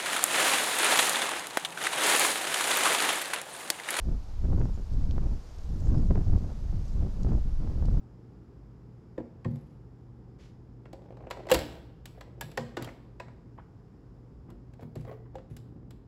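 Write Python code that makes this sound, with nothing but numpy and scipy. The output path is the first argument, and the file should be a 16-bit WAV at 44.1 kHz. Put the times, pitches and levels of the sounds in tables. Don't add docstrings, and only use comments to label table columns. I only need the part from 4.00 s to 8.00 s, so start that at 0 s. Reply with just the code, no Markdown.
import sys
import numpy as np
from scipy import signal
from scipy.fft import rfft, irfft, next_fast_len
from scipy.io import wavfile
from scipy.ndimage import uniform_filter1d, map_coordinates

SR = 44100
rng = np.random.default_rng(int(sys.argv[2]) if len(sys.argv) > 2 else 0)


def put_to_file(sound):
    columns = np.atleast_2d(sound).T
    safe = np.clip(columns, -1, 1)
    whole_steps = np.round(safe * 32767)
    wavfile.write(sys.argv[1], SR, whole_steps.astype(np.int16))


N = 176400

# time_s, level_db
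GUST_STRENGTH = [(0.0, -62), (0.04, -57), (0.09, -39.5), (0.2, -60), (0.39, -62.5), (0.45, -42),
                 (0.63, -35.5), (0.76, -57), (0.78, -45), (0.87, -61.5), (0.95, -45), (1.05, -49),
                 (1.27, -42.5), (1.29, -53), (1.33, -43.5), (1.4, -61), (1.68, -59), (1.7, -46.5),
                 (1.79, -48), (1.98, -32.5), (2.04, -45), (2.06, -41.5), (2.08, -52.5), (2.11, -28.5),
                 (2.14, -44), (2.17, -31), (2.23, -46), (2.36, -39), (2.39, -49), (2.43, -42), (2.56, -52),
                 (2.7, -53), (2.74, -42), (2.87, -55), (3.04, -40.5), (3.13, -52), (3.24, -42), (3.25, -36),
                 (3.36, -36), (3.44, -67), (3.46, -43), (3.58, -64), (3.6, -44), (3.98, -40.5)]
# time_s, level_db
BASS_STRENGTH = [(0.0, -37), (0.11, -25.5), (0.25, -41), (0.5, -23.5), (0.89, -36), (0.93, -25.5),
                 (1.34, -29), (1.44, -47.5), (1.75, -30), (1.84, -31), (1.86, -24), (2.21, -25.5),
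                 (2.24, -34), (2.26, -26), (2.36, -20), (2.39, -31), (2.53, -37.5), (2.74, -29),
                 (2.86, -35), (3.0, -26.5), (3.16, -36), (3.19, -28.5), (3.62, -27), (3.65, -33.5),
                 (3.96, -24.5), (3.98, -27)]
USUAL_GUST_DB, USUAL_BASS_DB = -42, -29.5


def wind_swell():
    # pitch_hz, level_db
    tone = [(8, -30), (16, 5.5), (30, 0.5), (58, -2.5), (85, -10.5), (130, -25), (300, -80.5)]
    bass_db = curve(BASS_STRENGTH) - USUAL_BASS_DB
    return gain(-27 + 1.05 * bass_db) * eddies(tone, even_s=0.1)


def wind_rumble():
    # pitch_hz, level_db
    tone = [(40, -5.5), (75, 0.5), (105, 1.5), (185, -4.5), (260, -12.5), (400, -24.5), (800, -45),
            (2000, -96.5)]
    gust_db = curve(GUST_STRENGTH) - USUAL_GUST_DB
    bass_db = curve(BASS_STRENGTH) - USUAL_BASS_DB
    return gain(-33 + 0.77 * gust_db + 0.47 * bass_db) * eddies(tone, even_s=0.079)


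def wind_flutter():
    # pitch_hz, level_db
    tone = [(130, -34), (280, 4), (450, -2), (800, -11), (1300, -20.5), (2000, -32), (3500, -43.5),
            (7000, -76)]
    gust_db = curve(GUST_STRENGTH) - USUAL_GUST_DB
    lumps_db = 8 * np.tanh(wobble(points_per_s=150))
    flutter = normalize(gain(lumps_db) * eddies(tone, even_s=0.051))
    return gain(-48.5 + 1.04 * gust_db) * flutter


def wind_pops():
    # start_s, level_db, rise_s
    bursts = [(0.087, -31, 0.00069), (.454, -27, 0.0003), (.532, -19, .0004), (0.615, -23.5, 0.00021),
              (0.656, -21.5, 0.00036), (0.696, -24.5, 0.00063), (0.797, -29.5, 0.00053),
              (1.1813, -19, 0.00028), (1.872, -29, 0.00023), (1.954, -25, 0.00039), (2.103, -19, 0.00076),
              (2.1566, -23.5, 0.00017), (2.168, -30, 0.00029), (2.178, -24, 0.00032), (2.377, -18, 0.00072),
              (2.494, -35, 0.00047), (3.049, -21, 0.00071), (3.248, -19, 0.00047), (3.316, -24, .0006),
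              (3.333, -24, .0004), (3.352, -20, 0.00055), (3.675, -27, .0003), (3.825, -23, 0.00035),
              (3.885, -23, 0.00033)]
    leak_s = 0.0041
    track, t = np.zeros(N), np.arange(SR // 20) / SR
    for start_s, level_db, rise_s in bursts:
        jump = 1 - np.exp(-(t / rise_s) ** 2)
        add(track, start_s, gain(level_db) * jump * np.exp(-t / leak_s))
    return track


def twig_ticks():
    # start_s, level_db, pitch_hz, fade_s
    ticks = [(.596, -57, 6000, 0.0027), (.652, -59, 5800, .004), (.935, -54, 4800, 0.0037),
             (1.1096, -43.5, 3520, 0.0022), (1.584, -50, 4600, 0.0026), (1.802, -55, 6640, 0.005),
             (1.88, -53.5, 6100, 0.0047), (1.98, -56.5, 5540, .006), (2.381, -60, 4800, .012),
             (2.879, -60.5, 5500, 0.014), (3.2318, -44, 5300, 0.0021), (3.854, -52.5, 5100, 0.0063)]
    width_octaves, rise_s, top_hz = 0.59, 0.00054, 7940
    track, t = np.zeros(N), np.arange(SR // 10) / SR
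    for start_s, level_db, pitch_hz, fade_s in ticks:
        band = lambda hz: 1 / (1 + (np.log2((hz + 1) / pitch_hz) / width_octaves) ** 2)
        crack = normalize(filtered(rng.standard_normal(len(t)), band))
        rise_and_fade = (1 - np.exp(-t / rise_s)) * np.exp(-t / fade_s)
        add(track, start_s, gain(level_db) * crack * rise_and_fade)
    return filtered(track, lambda hz: 1 / np.sqrt(1 + (hz / top_hz) ** 8))


def grass_rustle():
    # time_s, level_db
    loudness = [(0, -74), (.85, -70), (1.2, -71.5), (1.4, -69), (1.7, -69), (1.87, -66), (2.1, -69),
                (2.4, -71), (2.75, -74), (2.88, -67), (3.05, -75), (3.35, -70.5), (3.55, -88), (4, -74)]
    # pitch_hz, level_db
    tone = [(1500, -20), (3200, -9), (4800, -1.5), (6800, -2), (8500, -13.5), (14000, -20.5)]
    crinkles_per_s, spread_db, fade_s, patch_db = 900, 1, 0.001, 2.2
    starts = rng.random(N) < crinkles_per_s / SR
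    sizes = starts * gain(spread_db * np.clip(rng.standard_normal(N), -2, 2))
    fade = np.exp(-np.arange(SR // 100) / SR / fade_s)
    power = signal.fftconvolve(sizes ** 2, fade)[:N]
    crinkles = np.sqrt(np.abs(power)) * rng.standard_normal(N)
    grid = signal.stft(crinkles, nperseg=512)[2]
    patches = uniform_filter1d(rng.standard_normal(grid.shape), size=8, axis=0)
    patches = normalize(uniform_filter1d(patches, size=7, axis=1))
    patchy_crinkles = signal.istft(grid * gain(patch_db * patches), nperseg=512)[1][:N]
    return gain(curve(loudness)) * with_tone(patchy_crinkles, tone)


def far_rush():
    # pitch_hz, level_db
    tone = [(40, 12.5), (200, -1.5), (500, -0.5), (900, -4.5), (1400, -10.5), (2200, -20.5), (5000, -24)]
    return gain(-54.5 + 0.33 * wobble(points_per_s=3)) * noise(tone)


def microphone_hiss():
    # pitch_hz, level_db
    tone = [(500, -3.5), (2000, -2.5), (3200, -4), (5200, -1), (6800, -6.5), (8500, -12.5), (11000, -15.5),
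            (14000, -18)]
    return gain(-66) * noise(tone)


def eddies(tone, even_s):
    swirl = noise(tone)
    window = signal.windows.hann(int(even_s * SR) + 3)
    power = np.abs(signal.hilbert(swirl)) ** 2
    smooth_power = signal.fftconvolve(power, window / window.sum(), "same")
    return normalize(swirl / np.sqrt(np.abs(smooth_power) + 0.05))


def gain(db):
    return 10 ** (np.asarray(db) / 20)


def normalize(x):
    return x / np.sqrt(np.mean(x ** 2) + 1e-20)


def curve(rows):
    return np.interp(np.arange(N) / SR, *np.transpose(rows))


def wobble(points_per_s):
    return map_coordinates(rng.standard_normal(4000), [np.arange(N) * points_per_s / SR], mode="wrap")


def filtered(x, response):
    size = next_fast_len(len(x) + 8192)
    hz = np.fft.rfftfreq(size, 1 / SR)
    return irfft(rfft(x, size) * response(hz), size)[:len(x)]


def with_tone(x, tone):
    pitch_hz, level_db = np.transpose(tone)
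    response = lambda hz: gain(np.interp(np.log(hz + 1), np.log(pitch_hz), level_db, right=-120))
    return normalize(filtered(x, response))


def noise(tone):
    return with_tone(rng.standard_normal(N), tone)


def add(track, start_s, sound):
    part = track[int(start_s * SR):][:len(sound)]
    part += sound[:len(part)]


def scene():
    wind = wind_swell() + wind_rumble() + wind_flutter() + wind_pops()
    return (wind + grass_rustle() + twig_ticks() + far_rush() + microphone_hiss())[None]


def record(dry):
    low_cut_hz, top_hz = 10, 14100
    response = lambda hz: (hz < top_hz) * hz / np.hypot(low_cut_hz, hz)
    return np.array([filtered(channel, response) for channel in dry])


dry = scene()
out = record(dry)
put_to_file(out)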